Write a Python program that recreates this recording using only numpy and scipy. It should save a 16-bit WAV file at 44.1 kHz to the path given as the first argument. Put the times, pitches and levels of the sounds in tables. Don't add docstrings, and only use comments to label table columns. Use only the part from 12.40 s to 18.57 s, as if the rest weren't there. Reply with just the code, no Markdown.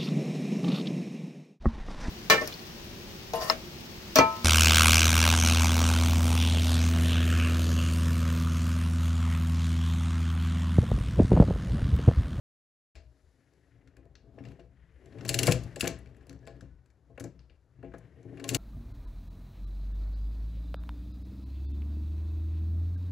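import sys
import numpy as np
from scipy import signal
from scipy.fft import rfft, irfft, next_fast_len
from scipy.io import wavfile
from scipy.ndimage import map_coordinates

SR = 44100
rng = np.random.default_rng(int(sys.argv[2]) if len(sys.argv) > 2 else 0)


def generate_wav(sig):
    pcm = np.round(np.clip(np.atleast_2d(sig).T, -1, 1) * 32767).astype(np.int16)
    wavfile.write(sys.argv[1], SR, pcm)


N = 272097

# pitch in Hz, relative level in dB,
# time to fade by 60 dB in seconds when the damping is 1.
FRAME_MODES = [(74.4, -21, 0.34), (117.6, 1.5, .25), (166.5, -10.5, 0.51), (196, -15, 0.37),
               (274, -4, 0.21), (331, -11, 0.23), (364.5, -8.5, 0.15), (439.4, -9.5, 0.1),
               (493.4, -13.5, 0.16), (562, -15, 0.13), (667.4, -16, .13), (802, -24, 0.09),
               (1061.5, -30.5, 0.064)]


def amp(db):
    return 10 ** (np.asarray(db) / 20)


def unit(x):
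    return x / np.sqrt(np.mean(x ** 2) + 1e-20)


def along(points, hz):
    f, v = np.transpose(points)
    return np.interp(np.log(hz + 1), np.log(f + 1), v)


def curves(rows):
    s, *columns = np.transpose(rows)
    return [np.interp(np.arange(N) / SR, s, c) for c in columns]


def filtered(x, response):
    n = x.shape[-1]
    m = next_fast_len(n + 8192)
    hz = np.fft.rfftfreq(m, 1 / SR)
    return irfft(rfft(x, m) * response(hz), m)[..., :n]


def modes(f, rows):
    total = 0
    for k, (center, width, db) in enumerate(rows):
        resonance = 1j * f * width / (center * center - f * f + 1j * f * width)
        total = total + (-1) ** k * amp(db) * resonance
    return total


def wobble(rate):
    points = rng.standard_normal(int(N * rate / SR) + 4)
    return map_coordinates(points, [np.arange(N) * rate / SR])


def noise(spectrum):
    return unit(filtered(rng.standard_normal(N), lambda hz: amp(along(spectrum, hz))))


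def add(track, s, sound):
    part = track[round(s * SR):][:len(sound)]
    part += sound[:len(part)]


def ratchet_teeth():
    # time of the drop in seconds, its peak in dB,
    # extra strength of the slip in dB, of the rebound in dB.
    teeth = [(2.8909, -10.5, 0, -1.5), (2.9422, -12.5, 0, -5), (2.9886, -10.5, -5, -2.5),
             (3.031, -10, -7, -1.5), (3.0692, -10.5, 5.5, 3), (3.1206, -11, -4, -4),
             (3.408, -12.5, -0.5, -8.5), (6.09, -11.5, -6, -1.5), (6.146, -10, -3, -1)]
    # delay in seconds, level against the drop in dB, body in dB,
    # middle in dB, treble in dB, chatter in ms, room in dB.
    stages = [(-.012, -20.5, 8, 9, 8.5, 6, 8.5), (0, 0, -4.5, 0, -0.5, 8, -13),
              (.009, -14, 7, 0.5, 1.5, 3.5, -0.5)]
    contacts = []
    for s, db, slip_db, rebound_db in teeth:
        for extra_db, (delay, level_db, *rest) in zip((slip_db, 0, rebound_db), stages):
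            contacts.append((s + delay, db + level_db + extra_db, *rest))
    return contacts


def other_contacts():
    # start in seconds, peak in dB, body in dB, middle in dB, treble in dB, chatter in ms.
    others = [(0.5514,-34,4.5,1.5,-14,1.3),(1.135,-62,26,14,2,4.5),(1.4737,-55.5,14,-1.5,-13,9),(1.5678,-49,17,1,-2,3.9),
              (1.654,-62,12,2,0,4.5),(1.7533,-43,10,8.5,-23,4),(1.9861,-48.5,9,-13,-22,8.5),(2.038,-51.5,0,-4,-19,4.6),
              (2.0512,-45.5,4,-1,-23,8.9),(2.085,-51,3,-5,-12,4.3),(2.118,-51.5,9,-5,-10,3.2),(2.1944,-54,10,-2,-18.5,15),
              (2.6584,-52,-6,1,-4,5.6),(2.724,-53,11,-3,-22,7),(2.75,-66,13,-2,-17,4.5),(2.7848,-46.5,11,-6,-18,15),
              (2.809,-42.5,15,3,-16,7),(2.85,-30.5,4,-3,-2.5,10),(2.8625,-36,1,11,-8,4.6),(3.076,-17,5,-17,-3,4.8),
              (3.085,-22,19.5,-8,-10,8.1),(3.1116,-18,-19,-7,-9,11),(3.235,-39.5,-11,10,2,7.4),(3.3243,-64,14,20,-2,4.5),
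              (3.3594,-30,-1,-3,-7,6.3),(3.4264,-31,17,-22,-6,5),(3.434,-40,15,1,4,4),(3.4415,-26.5,-7,-11,-12,5.2),
              (3.4507,-28.5,13,-14,-10,3.3),(3.4571,-26,15,-8,-1,8.9),(3.472,-23,5.5,0,-9,8.4),(3.4765,-14,6.5,5,5.5,2.4),
              (3.5873,-46.5,12,-10,6.5,7.2),(3.6584,-53,-1.5,-10.5,-21,5),(3.6724,-55.5,7,0,-17,3.1),(3.7464,-54.5,10,-8,-19,4.5),
              (3.7665,-54,11.5,-5,3,6.2),(3.8095,-59,20,-1,-14,6),(3.8274,-64.5,6,-1.5,-3,4.5),(3.868,-49.5,16,10.5,10,4.8),
              (3.8946,-39,-3.5,5.5,-6,4.4),(3.9057,-53,28,2.5,-22,10),(3.9284,-46.5,15,-0.5,0,3.5),(3.99,-60.5,-1,7,-7.5,3.7),
              (4.053,-60,10,20.5,-4.5,4),(4.067,-48.5,16,1,-8,3.2),(4.073,-40,11,-4.5,-8.5,3.5),(4.08,-47.5,16.5,11,-29,3),(4.1652,-60,5.5,-0.5,-13,3.6),
              (4.2084,-44,13.5,2.5,-7.5,6.5),(4.459,-62.5,14.5,4,1.5,5.8),(4.5018,-63,14,8,-1.5,9.7),(4.777,-42,17,-14.5,-16.5,5.2),
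              (4.798,-32.5,9,5.5,4,9.8),(4.8074,-38.5,18.5,4,8,4.5),(4.8398,-37,16.5,13.5,7,6.9),(4.852,-53.5,16,-9.5,-7.5,27),(4.992,-52.5,7,10,-27,3.2),
              (5.097,-52.5,4,-8,-33,8.8),(5.3906,-67,15,-8,-21,16),(5.428,-52,14.5,-18.5,-20,6),(5.444,-57,5.5,-22,-27.5,28),(5.519,-56.5,25.5,-13.5,-23.5,4.6),(5.5381,-45,26.5,-5.5,-15,18.5),
              (5.5827,-48.5,0.5,11.5,12,8.2),(5.8298,-56,11,7.5,-6,4.9),(5.9718,-47.5,5.5,-11.5,-20,10),(5.9976,-41.5,15,-1.5,-7,7.8),
              (6.0409,-27.5,3,-4,-7,6.5)]
    room_db = -10
    dull_room_db = 0.1863
    return [(*row, room_db - dull_room_db * row[4]) for row in others]


def clicks():
    # pitch in Hz, width in Hz, relative level in dB.
    steel = [(1676, 130, -12.5), (2310, 130, -1), (2744, 190, -5), (4500, 500, -3.5), (5230, 760, -13),
             (6150, 830, -3.5), (7600, 730, -6), (10120, 1500, -3.5), (10980, 880, -13), (12850, 430, -8),
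             (15100, 840, -13)]
    track, blows, t = np.zeros(N), np.zeros(N), np.arange(2048) / SR
    for s, db, body_db, mid_db, treble_db, ms, wet_db in ratchet_teeth() + other_contacts():
        life = t / (np.clip(ms, .5, 30) / 1000)
        fading = np.exp(-life ** 1.7) + 1.5 * np.exp(-t / 0.001)
        chatter = rng.standard_normal(len(t)) * fading * (1 - np.exp(-t / 0.00026))
        single_blow = t == t[20]
        parts = [(hz, width, level + rng.normal(0, 1.5)) for hz, width, level in steel]
        tilt = [(700, body_db - 26.5), (1500, body_db), (2800, 0.007), (5000, mid_db), (9500, treble_db)]
        click, blow = filtered(np.array([chatter, single_blow]),
                               lambda f: (modes(f, parts) + amp(-12.5)) * amp(along(tilt, f)))
        click = amp(db) * click / np.max(np.abs(click))
        add(track, s, click)
        add(blows, s, amp(wet_db) * blow * np.linalg.norm(click) / np.linalg.norm(blow))
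    return track, blows


def loose_parts():
    # start in seconds, pitch in Hz, starting level in dB, time to fade by 60 dB in seconds.
    rings = [(.554, 620, -68, .9), (1.57, 2450, -74, .3), (1.985, 5450, -73, .2), (4.03, 1700, -66, 1.1),
             (4.3, 1480, -78, .8)]
    track, t = np.zeros(N), np.arange(SR // 2) / SR
    for s, hz, db, t60 in rings:
        drift = .02 * np.cumsum(rng.standard_normal(len(t))) * hz / 1000
        tone = np.sin(2 * np.pi * hz * t + drift)
        add(track, s, amp(db - 60 * t / t60) * tone * (t < .3))
    return track


def frame_knocks():
    # time in seconds (the sound begins 2 ms before it), peak in dB,
    # brightness in dB per octave, damping by the grip (more fades faster).
    thuds = [(.557,-56,14,0.41),(1.32,-61,-9,0.93),(1.575,-56,7,0.47),(1.656,-51.5,4.5,1.2),(1.921,-54.5,-19,3.7),
             (1.982,-43,13.5,2.2),(2.007,-37.5,-1,1.5),(2.057,-46,4.5,0.36),(2.193,-48,10,1),(2.68,-54,-3.5,0.66),
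             (2.752,-41.5,4,0.38),(2.855,-36.5,15.5,1.8),(2.894,-33,8,0.45),(2.948,-31,6,1.3),(2.993,-35.5,10,0.42),
             (3.032,-35,6,1.4),(3.08,-17,14.5,2.2),(3.091,-17,4,1.15),(3.116,-21,5.5,1.62),(3.289,-41,-10,3.1),
             (3.367,-36.5,12.5,0.83),(3.433,-25,4.5,1.9),(3.444,-30.5,16,1.2),(3.474,-26,13.5,2.1),(3.559,-43.5,-12.5,1.3),
             (3.898,-46,2.5,0.63),(4.075,-42,14.5,0.65),(4.225,-41,2,1.34),(4.701,-53,8.5,0.63),(4.781,-39.5,14.5,1.06),
             (4.81,-35,5,1.3),(4.846,-34.5,6,1.5),(5.104,-60,7.5,1.6),(5.39,-49,-1,0.43),(5.434,-38.5,7,0.59),
             (5.541,-37,11,1.46),(5.771,-54,1,.7),(5.854,-40.5,0,0.69),(5.928,-40.5,4,1.44),(6.045,-38.5,16.5,0.88),
             (6.118,-32,3.5,0.57),(6.149,-32,13.5,0.45)]
    track, t = np.zeros(N), np.arange(SR // 2) / SR
    for s, db, bright_db, damping in thuds:
        ring = np.zeros(len(t))
        for hz, level, t60 in FRAME_MODES:
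            start_db = level + rng.normal(0, 2) + bright_db * np.log2(hz / 200)
            fade_db = 60 * t * np.clip(damping, .4, 6) / t60
            tone = np.sin(2 * np.pi * (hz * t + 0.68 * rng.random()))
            ring += amp(start_db - fade_db) * tone
        ring *= 1 - np.exp(-t / 0.0012)
        add(track, s - .002, amp(db) * ring / np.max(np.abs(ring)))
    return track


def frame_shaking(rock_db, shake_db):
    wide = [(hz, 1.8 * np.log(1000) / (np.pi * t60), level) for hz, level, t60 in FRAME_MODES]
    jolts = rng.standard_normal((2, N)) * amp(2.5 * wobble(45))
    rock = filtered(jolts[0], lambda f: modes(f, wide[1:4]) / (1 + (100 / (f + 1)) ** 8))
    broad = lambda f: amp(-30.5) / (1 + (f / 850) ** 6) * f / (f + 200)
    shake = filtered(jolts[1], lambda f: modes(f, wide[4:]) + broad(f))
    return amp(rock_db) * unit(rock) + amp(shake_db) * unit(shake)


def bearing_rub(rub_db):
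    # pitch in Hz, relative level in dB per Hz.
    rub_color = [(410, -32), (700, -15.5), (1210, -10), (1830, 1.5), (2610, -8.5), (3030, -9.5),
                 (3480, -17), (5000, -28), (6500, -47.5), (11000, -120)]
    rub = unit(noise(rub_color) * amp(3.5 * wobble(90) + 1.5 * wobble(12)))
    return amp(rub_db) * rub


def slab_rumble():
    # pitch in Hz, relative level in dB per Hz.
    slab_color = [(15, -51.5), (28, -24), (45, -1), (62, 1), (82, -9.5), (100, -25.5), (140, -36.5),
                  (250, -120)]
    # time in seconds, level in dB.
    rumble = [(0.56, -51.5), (0.82, -68.5), (0.86, -55), (1.01, -74.5), (1.57, -60.5), (2.76, -61.5),
              (2.93, -46), (3.08, -45), (3.14, -35.5), (3.32, -58.5), (3.5, -46.5), (3.76, -59),
              (4.36, -53), (4.48, -71.5), (4.86, -56), (5.11, -62), (5.17, -53), (5.28, -67.5), (5.53, -54),
              (5.76, -65.5), (6.06, -58), (6.17, -52)]
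    (level_db,) = curves(rumble)
    return amp(level_db) * noise(slab_color)


def fine_hiss():
    # pitch in Hz, relative level in dB per Hz.
    hiss_color = [(1470, -32.5), (2500, -8), (3060, -11.5), (3720, -4.5), (6880, -6), (8480, -9.5),
                  (10900, -6), (15000, -32)]
    # time in seconds, level in dB.
    hiss_level = [(.6, -87), (.8, -82), (1.28, -84.5), (1.6, -95), (2.4, -90.5), (2.9, -75), (3.05, -51),
                  (3.25, -72.5), (3.7, -92.5), (5.6, -91), (6.1, -76)]
    (level_db,) = curves(hiss_level)
    return amp(level_db) * noise(hiss_color)


def hand():
    # time in seconds, rocking in dB, frame shake in dB, bearing rub in dB.
    effort = [(0.56, -94, -130, -138), (0.6, -68, -127, -135), (0.71, -78.5, -81, -87),
              (1.09, -77.5, -77.5, -79), (1.64, -69.5, -70, -82.5), (1.85, -69, -68.5, -101),
              (2.09, -52, -59, -80), (2.23, -64.5, -78, -87.5), (2.43, -72, -83, -77.5),
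              (2.62, -65.5, -62, -71), (2.86, -46.5, -52.5, -70.5), (3.0, -44, -43, -55),
              (3.08, -33, -50.5, -49), (3.18, -46.5, -60.5, -64), (3.7, -61.5, -64.5, -75.5),
              (4.09, -59.5, -65, -82.5), (4.2, -60, -65, -81), (4.33, -69.5, -80.5, -86.5),
              (4.62, -71, -82, -93.5), (4.87, -59, -78, -83.5), (5.12, -76, -84, -97),
              (5.42, -69.5, -84, -83), (5.56, -56, -72, -76.5), (5.87, -73, -61.5, -72.5),
              (6.03, -60, -49, -71), (6.17, -35, -43.5, -66)]
    rock_db, shake_db, rub_db = curves(effort)
    frame = frame_knocks() + frame_shaking(rock_db, shake_db)
    return frame + bearing_rub(rub_db) + slab_rumble() + fine_hiss()


def room(x):
    # pitch in Hz, time to fade by 60 dB in seconds.
    fade_times = [(200, .35), (1500, 0.28), (5000, 0.29), (12000, 0.12)]
    wet, step = np.zeros((2, N)), SR // 16
    for k in range(0, N, step):
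        hz, t, z = signal.stft(rng.standard_normal((2, SR // 3)), SR, nperseg=256)
        fading = amp(-60 * t / along(fade_times, hz)[:, None])
        tail = signal.istft(z * fading, SR, nperseg=256)[1]
        tail = tail / np.linalg.norm(tail[0])
        tail[1] = filtered(tail[1], lambda f: np.clip(f / 16000, 0, 1))
        for part, one in zip(wet, tail):
            add(part, (k + 120) / SR, signal.fftconvolve(x[k:k + step], one))
    return wet


def hush():
    # pitch in Hz, relative level in dB per Hz.
    hush_color = [(47, -32), (80, -4), (259, -17.5), (331, -7.5), (404, -14.5), (493, -9.5), (1120, -20),
                  (1560, -18), (2780, -36.5), (7530, -33.5), (8600, -49), (11000, -37.5), (16000, -51.5)]
    return amp(-79) * noise(hush_color)


def scene():
    # pitch in Hz, left minus right in dB.
    left_louder = [(100, 7.4), (7500, 7.3), (8800, 3.6), (14000, 2.6)]
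    # pitch in Hz, phase in radians by which left leads.
    left_lead = [(100, 0), (7900, 0), (8600, -1.3), (11000, -.9), (13000, 1.2)]
    (works, blows), body = clicks(), hand()
    works = works + loose_parts()
    shared, apart = room(blows + amp(-8.5) * body)
    mid = works + body + shared + hush()
    both = np.array([1, -1])

    def placing(f):
        loudness = amp(np.outer(both, along(left_louder, f) / 2) - 1.09)
        return loudness * np.exp(.5j * np.outer(both, along(left_lead, f)))

    sides = filtered(np.array([mid, mid]), placing)
    return sides + np.outer(both, apart + amp(-104) * rng.standard_normal(N))


def record(dry):
    # pitch in Hz, level in dB.
    mic_color = [(25, -15), (50, -4), (80, 4.5), (8000, -2), (8600, -7), (9600, -1.5), (12800, -3),
                 (13600, -21.5), (14400, -15.5), (15500, -9.5), (16000, -23), (16600, -30)]
    start_s, top_hz = .5535, 16700
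    t = np.arange(N) / SR
    opened = dry * np.clip((t - start_s) / 0.00043, 0, 1)
    color = lambda hz: amp(along(mic_color, hz)) * np.clip((top_hz - hz) / 400, 0, 1)
    return filtered(opened, color) * (t > start_s - .004)


dry = scene()
out = record(dry)
generate_wav(out)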